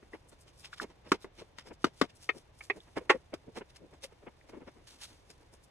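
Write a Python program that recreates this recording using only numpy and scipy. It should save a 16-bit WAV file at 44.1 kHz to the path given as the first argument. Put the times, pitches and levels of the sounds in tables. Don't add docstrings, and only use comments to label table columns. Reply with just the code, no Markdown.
import sys
import numpy as np
from scipy import signal
from scipy.fft import rfft, irfft
from scipy.io import wavfile
from scipy.ndimage import uniform_filter1d

SR = 44100
rng = np.random.default_rng(int(sys.argv[2]) if len(sys.argv) > 2 else 0)


def log_audio(samples):
    frames = np.atleast_2d(samples).T
    limited = np.clip(frames, -1, 1)
    pcm = np.round(limited * 32767).astype(np.int16)
    wavfile.write(sys.argv[1], SR, pcm)


N = 251370
EVENT_SAMPLES, LEAD_SAMPLES = 16384, 4096
EVENT_S = (np.arange(EVENT_SAMPLES) - LEAD_SAMPLES) / SR
EVENT_HZ, SCENE_HZ = np.fft.rfftfreq(EVENT_SAMPLES, 1 / SR), np.fft.rfftfreq(N, 1 / SR)
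BLOW_SPLITS_HZ, WAX_SPLITS_HZ = (700, 3300), (3300, 7000)

# (time [s], thump [dB], ring [dB], crack [dB], rattle [dB], rattle t60 [s], L-R [dB])
SNAPS = [(1.1181, -26, -25.5, -38.5, -6.5, 0.043, -0.5), (1.2442, -46, -54, -71, 6, 0.052, 3),
         (1.5852, -60, -49.5, -56, 18, 0.011, 10), (1.8430, -27.5, -28, -40.5, -4.5, 0.042, 3),
         (2.0139, -26, -28.5, -38.5, -3.5, 0.047, 3.5), (3.3388, -50.5, -50, -53.5, 26, 0.045, 0.5)]
CLACKS = [(2.2912, -39, -28.5, -40.5, 0, 0.056, 7.5), (2.6075, -67, -50, -62, 16, 0.046, 0),
          (2.6997, -38, -30.5, -44.5, 0.5, 0.053, 0)]
KNOCKS = [(3.0945, -45, -32.5, -42, 6.18, 0.032, 0), (3.0978, -23, -20, -32.5, 1.5, 0.069, .9)]
# (delay [s], force [relative])
SNAP_CONTACTS = [(0, -0.406), (.0013, 0.59)]
CLACK_CONTACTS = [(0, 0.96), (.0037, 1), (.0079, .65)]
KNOCK_CONTACTS = [(0, 0.81), (.003, 0.32), (.0072, .8), (0.0109, 0.64)]
# (left delay [s], right delay [s], gain [linear])
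ECHOES = [(.0012, .00135, -0.71), (.0044, 0.0041, -0.41), (.0076, .0075, -.26), (0.013, .0111, -.2)]
# (time [s], length [s], crunch [dB], brightness [dB])
SKIMS = [(.294, .024, -77.5, 20), (0.414, 0.022, -70.5, 10.5), (0.484, 0.027, -67, -2.5),
         (.603, 0.052, -65, 5.5), (0.654, 0.031, -54, -4.5), (0.737, 0.017, -56.5, -5.5),
         (0.783, 0.026, -59, -3.5), (1.228, .031, -63, 1), (1.595, 0.031, -58.5, -6),
         (1.739, 0.025, -69.5, 2), (2.101, 0.018, -65.5, -5.5), (2.165, 0.022, -69, 8.5),
         (2.382, 0.036, -64, 2.5), (2.594, 0.025, -69, 8.5), (3.702, 0.017, -66.5, -2),
         (3.765, 0.021, -59.5, -1.5), (5.643, .021, -72, 10)]
# (time [s], length [s], thump [dB], ring [dB])
BUMPS = [(0.03, 0.013, -53.5, -60), (0.842, 0.02, -41, -48.5), (1.421, 0.016, -45, -55.5),
         (1.715, 0.02, -44, -51.5), (2.882, 0.031, -65, -62.5), (3.013, 0.037, -52.5, -60),
         (3.337, 0.018, -37, -46), (3.486, 0.024, -45.5, -68), (3.616, 0.021, -43.5, -48.5),
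         (3.833, 0.055, -52, -84), (4.126, 0.022, -58, -63), (4.233, 0.025, -55, -65),
         (4.276, 0.025, -46, -50), (4.543, 0.043, -48, -56), (4.577, 0.023, -44.5, -63),
         (4.619, 0.032, -49.5, -58), (4.771, 0.03, -58.5, -68)]
# (time [s], length [s], crunch [dB], brightness [dB], thump [dB])
DIGS = [(0.144, 0.03, -70, 0, -46), (0.328, 0.024, -70.5, 0, -57.5), (0.822, 0.027, -50, -1.5, -41.5),
        (0.907, 0.023, -71, -6, -56.5), (1.067, 0.039, -69.5, -7.5, -54), (1.397, 0.039, -60, -4, -54),
        (1.675, 0.041, -62, -2.5, -54), (2.976, 0.022, -54, -2.5, -31.5), (3.574, 0.03, -55, -2, -40.5),
        (3.939, 0.034, -73.5, -1, -57), (4.042, .023, -47.5, 0, -54), (4.496, .022, -65.5, -2, -54),
        (4.682, 0.025, -69, -7, -48), (5.306, 0.023, -59, 1, -58.5), (5.54, 0.026, -68, 6.5, -60.5)]
# (time [s], peak [dB], pitch [Hz], half length [s])
CHIRPS = [(0.135, -39, 1950, 0.0011), (0.139, -38.5, 338, 0.0027), (0.646, -35.5, 2470, 0.00024),
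          (.7318, -35, 1450, .0012), (0.8004, -24, 1480, 0.00083), (2.805, -46, 3480, .0009),
          (3.019, -48, 490, 0.0088), (3.151, -35.5, 523, .012), (4.046, -47.5, 540, 0.01),
          (4.413, -50.5, 2090, 0.0006)]
# (time [s], level [dB])
CRUMBLE_LEVEL = [(0, -76.5), (.4, -76.5), (.75, -72.5), (1.0, -79.5), (1.3, -94.5), (1.36, -70), (1.5, -78),
                 (1.83, -107), (1.99, -59.5), (2.08, -85), (2.24, -70), (2.52, -81.5), (2.82, -70.5),
                 (3.02, -72.5), (3.3, -78), (4.3, -78), (5.3, -73.5), (5.7, -80.5)]
SLIDE_LEVEL = [(4.85, -105), (4.874, -59), (4.93, -63), (4.985, -72), (5.022, -50), (5.052, -51),
               (5.068, -64.5), (5.13, -67), (5.29, -92), (5.35, -105)]
# (time [s], L-R before width scaling [dB])
FRAME_PAN = [(0.0, 3), (0.79, -2.5), (1.92, 8.5), (3.22, -3), (3.38, 3), (3.48, 0.5), (3.62, 0.0),
             (4.51, 2.5), (5.7, -0.5)]
# (frequency [Hz], relative level [dB])
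SNAP_COLOUR = [(50, -22.5), (110, -15), (190, -7.5), (300, -4.5), (430, -1.5), (560, -12.5), (800, -12.5),
               (1150, -5), (1700, -10.5), (2800, -18), (5300, -24.5), (7500, -31), (11000, -39),
               (15000, -54)]
CLACK_COLOUR = [(60, -42), (200, -44.5), (400, -12), (560, -23), (800, -11.5), (1450, -15), (2100, -12.5),
                (2700, -19), (3200, -26), (4200, -39), (6000, -49.5), (10000, -67), (15000, -80)]
KNOCK_COLOUR = [(60, -30.5), (265, -23.5), (350, -1), (520, -3.5), (660, -12.5), (850, -6.5), (2000, -2),
                (2700, -8.5), (3500, -20), (5500, -32.5), (9500, -43), (12000, -61), (15000, -64.5)]
FRAME_COLOUR = [(50, -14), (130, -9), (260, 1), (420, -1), (600, -4.5), (800, -12.5), (1500, -18.5),
                (2300, -21), (3300, -23), (6000, -47)]
WAX_COLOUR = [(200, -26.5), (800, -4.5), (1500, -4), (2400, -2), (3600, 3), (5500, 1.5), (7500, -4.5),
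              (9700, -4.5), (12000, -16), (15000, -22.5)]
ROOM_COLOUR = [(15, -36.5), (25, 1.5), (81, 3), (128, 0), (224, -12), (301, -9.5), (515, -10), (1000, -15),
               (1310, -20.5), (1760, -20), (3440, -25.5), (4500, -30.5), (5720, -32.5), (9270, -47.5),
               (15000, -52)]
# (frequency [Hz], width [Hz], lift [dB])
SNAP_MODES = [(190, 25, 2.9), (282, 70, 7.3), (387, 42, 4.4), (1076, 39, 1), (1217, 130, 2.2),
              (1530, 37, 1.3), (3850, 190, 5.2), (5000, 780, 4.5)]
CLACK_MODES = [(950, 100, 0.7), (1230, 130, 5.1), (1830, 220, 6.3), (2248, 530, 12.6), (2532, 160, 8.5)]
KNOCK_MODES = [(868, 120, 11), (1107, 47, 6.6), (1428, 100, 5.2), (1740, 170, 4.2), (1880, 70, 6.97),
               (2016, 96, 7.9), (2540, 120, 3.8), (2660, 79, 6), (3200, 94, 4)]
FRAME_MODES = [(335.5, 100, 2.3), (460, 110, 3.7), (930, 92, 5.7), (1075, 16, 1), (2180, 121, 4.6)]
WAX_MODES = [(3550, 220, 1.5), (5240, 470, 5.3), (7310, 352, 2.957), (9020, 1800, 1.9)]
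# (frequency [Hz], rms level [dB])
HUM_TONES = [(64.6, -76), (2148, -94), (3558, -90)]
# (frequency [Hz], left lead [rad])
STEREO_PHASE = [(1700, 0), (2400, -.6), (3400, -2.2), (5300, -2.8), (6100, -.3), (9000, 0)]
# (frequency [Hz], L-R [dB])
STEREO_BALANCE = [(60, 1), (150, 3), (300, 3), (600, -4.5), (1200, -0.5), (2500, -2.5), (5000, 1.5),
                  (8000, 2), (12000, -2)]


def wire_snaps():
    out = blows(SNAPS, SNAP_CONTACTS, body(SNAP_COLOUR, SNAP_MODES),
                gain_db=-.52, rattle_db=8, chatter_s=.0025, room_db=-35.5, ripple_db=3.2)
    out += run_up(SNAPS, before_s=.016, length_s=.0473, crunch_db=-40.5, bright_db=0)
    return out + settling(SNAPS, after_s=.026, length_s=.024,
                          drop_db=-14, dull_db=-6, crunch_db=-30.5, bright_db=-6.5)


def edge_clacks():
    out = blows(CLACKS, CLACK_CONTACTS, body(CLACK_COLOUR, CLACK_MODES),
                gain_db=-.9, rattle_db=5, chatter_s=.0018, room_db=-30.5, ripple_db=3.2)
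    out += run_up(CLACKS, before_s=.056, length_s=.045, crunch_db=-31.5, bright_db=3)
    return out + settling(CLACKS, after_s=.07, length_s=.037,
                          drop_db=-10.5, dull_db=-12.5, crunch_db=-42, bright_db=4)


def side_knock():
    out = blows(KNOCKS, KNOCK_CONTACTS, body(KNOCK_COLOUR, KNOCK_MODES),
                gain_db=-1.43, rattle_db=5.5, chatter_s=.0081, room_db=-30.5, ripple_db=0)
    return out + settling(KNOCKS[1:], after_s=.055, length_s=.024,
                          drop_db=-15.5, dull_db=-15, crunch_db=-50.5, bright_db=-.5)


def blows(rows, contacts, response, gain_db, rattle_db, chatter_s, room_db, ripple_db):
    out = np.zeros((2, N))
    jw = 2j * np.pi * EVENT_HZ
    paths = 1 + sum(gain * np.exp(-jw * np.array([[left], [right]])) for left, right, gain in ECHOES)
    forces = sum(force * np.exp(-jw * (delay_s - EVENT_S[0])) for delay_s, force in contacts)
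    contact = irfft(paths * forces / (1 + 1j * EVENT_HZ / 4500))
    onset = np.clip(1 + EVENT_S / .0015, 0, 1)
    for time_s, thump_db, ring_db, crack_db, loose_db, t60_s, pan_db in rows:
        rattle = noise_tail(t60_s, hold_s=chatter_s, width=.7)
        room = noise_tail(t60_s=.31, hold_s=0, width=.88)
        drive = contact + amp(loose_db + rattle_db) * rattle + amp(room_db) * room
        sound = resonate(drive, response * ripple(ripple_db, spacing_hz=180), BLOW_SPLITS_HZ,
                         (thump_db, ring_db, crack_db), start_s=-.002, end_s=.028)
        add(out, time_s, amp(gain_db) * onset * panned(sound, pan_db))
    return out


def run_up(rows, before_s, length_s, crunch_db, bright_db):
    out = np.zeros((2, N))
    for time_s, _, ring_db, *_ in rows:
        add(out, time_s - before_s, scrape(length_s, ring_db + crunch_db, bright_db))
    return out


def settling(rows, after_s, length_s, drop_db, dull_db, crunch_db, bright_db):
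    out = np.zeros((2, N))
    for time_s, thump_db, ring_db, *_ in rows:
        drop = bump(time_s, length_s, thump_db + drop_db, thump_db + drop_db + dull_db)
        add(out, time_s + after_s, drop + scrape(length_s, ring_db + crunch_db, bright_db))
    return out


def strokes():
    out = np.zeros((2, N))
    for time_s, length_s, crunch_db, bright_db in SKIMS:
        add(out, time_s, scrape(length_s, crunch_db, bright_db))
    for time_s, length_s, thump_db, ring_db in BUMPS:
        add(out, time_s, bump(time_s, length_s, thump_db, ring_db))
    for time_s, length_s, crunch_db, bright_db, thump_db in DIGS:
        crunch = scrape(length_s, crunch_db, bright_db)
        add(out, time_s, crunch + bump(time_s, length_s, thump_db, ring_db=thump_db - 4.5))
    return out


def scrape(length_s, crunch_db, bright_db, gain_db=-1):
    pressure, span_s = swell(length_s, shape=1.22)
    clumps = amp(2.2 * unit_rms(uniform_filter1d(rng.standard_normal(EVENT_SAMPLES), 110)))
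    drive = stereo(grains(EVENT_SAMPLES, spread_db=2), width=.65) * clumps * pressure
    response = body(WAX_COLOUR, WAX_MODES) * ripple(2.5, spacing_hz=259.6)
    bands_db = crunch_db + np.array([-2.5 - bright_db, 0, -6 + bright_db])
    return amp(gain_db) * resonate(drive, response, WAX_SPLITS_HZ, bands_db, *span_s)


def bump(time_s, length_s, thump_db, ring_db, gain_db=-3, pan_width=.89):
    pressure, span_s = swell(length_s, shape=1.86)
    drive = stereo(grains(EVENT_SAMPLES, spread_db=3), width=.7) * pressure
    response = body(FRAME_COLOUR, FRAME_MODES)
    sound = resonate(drive, response, BLOW_SPLITS_HZ, (thump_db, ring_db), *span_s)
    return amp(gain_db) * panned(sound, pan_width * at_time(FRAME_PAN, time_s))


def stick_slip(tail_db, t60_s):
    out = np.zeros((2, N))
    for time_s, peak_db, hz, half_s in CHIRPS:
        pulse = amp(peak_db) * np.exp(-(EVENT_S / half_s) ** 2) * np.cos(2 * np.pi * hz * EVENT_S)
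        scatter = rng.standard_normal((2, EVENT_SAMPLES)) * amp(-60 * (EVENT_S - EVENT_S[0]) / t60_s)
        tail = signal.fftconvolve(pulse[None], scatter / np.linalg.norm(scatter[0]), axes=1)
        add(out, time_s, pulse + amp(tail_db) * tail[:, :EVENT_SAMPLES])
    return out


def crumbling(envelope, gain_db, spread_db, tilt_db_per_oct, clump_db, clump_s):
    slow_noise = irfft(rfft(rng.standard_normal(N)) * np.exp(-(SCENE_HZ * clump_s) ** 2), N)
    drive = stereo(grains(N, spread_db), width=.666) * amp(clump_db * unit_rms(slow_noise))
    colour_db = at_hz(WAX_COLOUR, SCENE_HZ) + tilt_db_per_oct * np.log2(SCENE_HZ + 1)
    sound = irfft(rfft(drive) * amp(colour_db), N)
    return unit_rms(sound) * amp(gain_db + at_time(envelope, np.arange(N) / SR))


def crumbs(count, length_s, gain_db, dull_db, vary_db):
    out = np.zeros((2, N))
    for slot, (jitter, softness) in enumerate(rng.random((count, 2))):
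        time_s = (slot + jitter) / count * N / SR
        thump_db = at_time(CRUMBLE_LEVEL, time_s) + gain_db - vary_db * softness
        add(out, time_s, bump(time_s, length_s, thump_db, thump_db + dull_db))
    return out


def kitchen(noise_db, waver_rad):
    noise = rfft(rng.standard_normal((3, N)))
    width = at_hz([(60, .099), (400, 1.2), (2000, 3)], SCENE_HZ)
    spectrum = (noise[0] + width * noise[1:]) / np.sqrt(1 + width ** 2 / 2)
    air = irfft(spectrum * amp(at_hz(ROOM_COLOUR, SCENE_HZ)), N)
    time_s = np.arange(N) / SR
    drift_rad = waver_rad * np.interp(time_s, np.linspace(0, time_s[-1], 40), rng.standard_normal(40))
    hum = sum(amp(db) * np.sqrt(2) * np.sin(2 * np.pi * hz * time_s + drift_rad) for hz, db in HUM_TONES)
    return amp(noise_db) * unit_rms(air) + hum


def body(colour, modes):
    peaks_db = sum(lift_db / (1 + (2 * (EVENT_HZ - hz) / width_hz) ** 2)
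                   for hz, width_hz, lift_db in modes)
    log_gain = np.log(amp(at_hz(colour, EVENT_HZ) + peaks_db))
    mirrored = np.r_[log_gain, log_gain[-2:0:-1]]
    response = np.exp(np.conj(signal.hilbert(mirrored)))[:len(EVENT_HZ)]
    return response * amp(at_hz(STEREO_BALANCE, EVENT_HZ) * np.array([[.5], [-.5]]))


def ripple(depth_db, spacing_hz):
    knots_hz = np.arange(0, SR / 2, spacing_hz)
    heights = stereo(rng.standard_normal((3, 800))[:, :len(knots_hz)], width=.98)
    return amp(depth_db * np.array([np.interp(EVENT_HZ, knots_hz, side) for side in heights]))


def resonate(drive, response, splits_hz, bands_db, start_s, end_s):
    low, below_top = (1 / (1 + (EVENT_HZ / hz) ** 8) for hz in splits_hz)
    spectrum = rfft(drive) * response
    span = (EVENT_S >= start_s) & (EVENT_S <= end_s)
    out = 0
    for mask, db in zip((low, below_top - low, 1 - below_top), bands_db):
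        band = irfft(spectrum * mask)
        out = out + amp(db) * band / np.sqrt(np.mean(band[:, span] ** 2) + 1e-20)
    return out


def noise_tail(t60_s, hold_s, width):
    envelope = (EVENT_S > 0) * amp(-60 * np.maximum(EVENT_S - hold_s, 0) / t60_s)
    return stereo(rng.standard_normal((3, EVENT_SAMPLES)), width) * envelope / np.linalg.norm(envelope)


def swell(length_s, shape):
    rise_s, fade_s = .45 * length_s, .55 * length_s
    return np.exp(-abs(EVENT_S / np.where(EVENT_S < 0, rise_s, fade_s)) ** shape), (-rise_s, fade_s)


def grains(samples, spread_db):
    strength = amp(spread_db * np.minimum(rng.exponential(1, (3, samples)), 4))
    return unit_rms(rng.standard_normal((3, samples)) * strength * (rng.random((3, samples)) < .2))


def stereo(three, width):
    return unit_rms(three[0] + width * three[1:])


def panned(x, pan_db):
    return x * unit_rms(amp([[pan_db / 2], [-pan_db / 2]]))


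def add(mix, time_s, sound):
    start = round(time_s * SR) - LEAD_SAMPLES
    sound = sound[:, max(-start, 0):]
    part = mix[:, max(start, 0):][:, :sound.shape[1]]
    part += sound[:, :part.shape[1]]


def at_hz(points, hz):
    knots_hz, values = np.transpose(points)
    return np.interp(np.log(hz + 1), np.log(knots_hz + 1), values)


def at_time(points, time_s):
    return np.interp(time_s, *np.transpose(points))


def amp(db):
    return 10 ** (np.asarray(db) / 20)


def unit_rms(x):
    return x / np.sqrt(np.mean(x ** 2) + 1e-20)


def scene():
    work = wire_snaps() + edge_clacks() + side_knock()
    work += crumbling(CRUMBLE_LEVEL, gain_db=.5, spread_db=1,
                      tilt_db_per_oct=1, clump_db=2.5, clump_s=.016)
    work += crumbling(SLIDE_LEVEL, gain_db=3, spread_db=1.5,
                      tilt_db_per_oct=-.5, clump_db=2.25, clump_s=.015)
    work += stick_slip(tail_db=-3.5, t60_s=.036)
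    work += crumbs(count=26, length_s=.053, gain_db=11.5, dull_db=-5.5, vary_db=6)
    work += strokes()
    phase_rad = at_hz(STEREO_PHASE, SCENE_HZ) * np.array([[.5], [-.5]])
    work = irfft(rfft(work) * np.exp(1j * phase_rad), N)
    return work + kitchen(noise_db=-62.4, waver_rad=.802)


def record(dry):
    taps = signal.firwin(401, 15350, window=("kaiser", 8), fs=SR)
    return signal.oaconvolve(dry, taps[None], "same")


dry = scene()
out = record(dry)
log_audio(out)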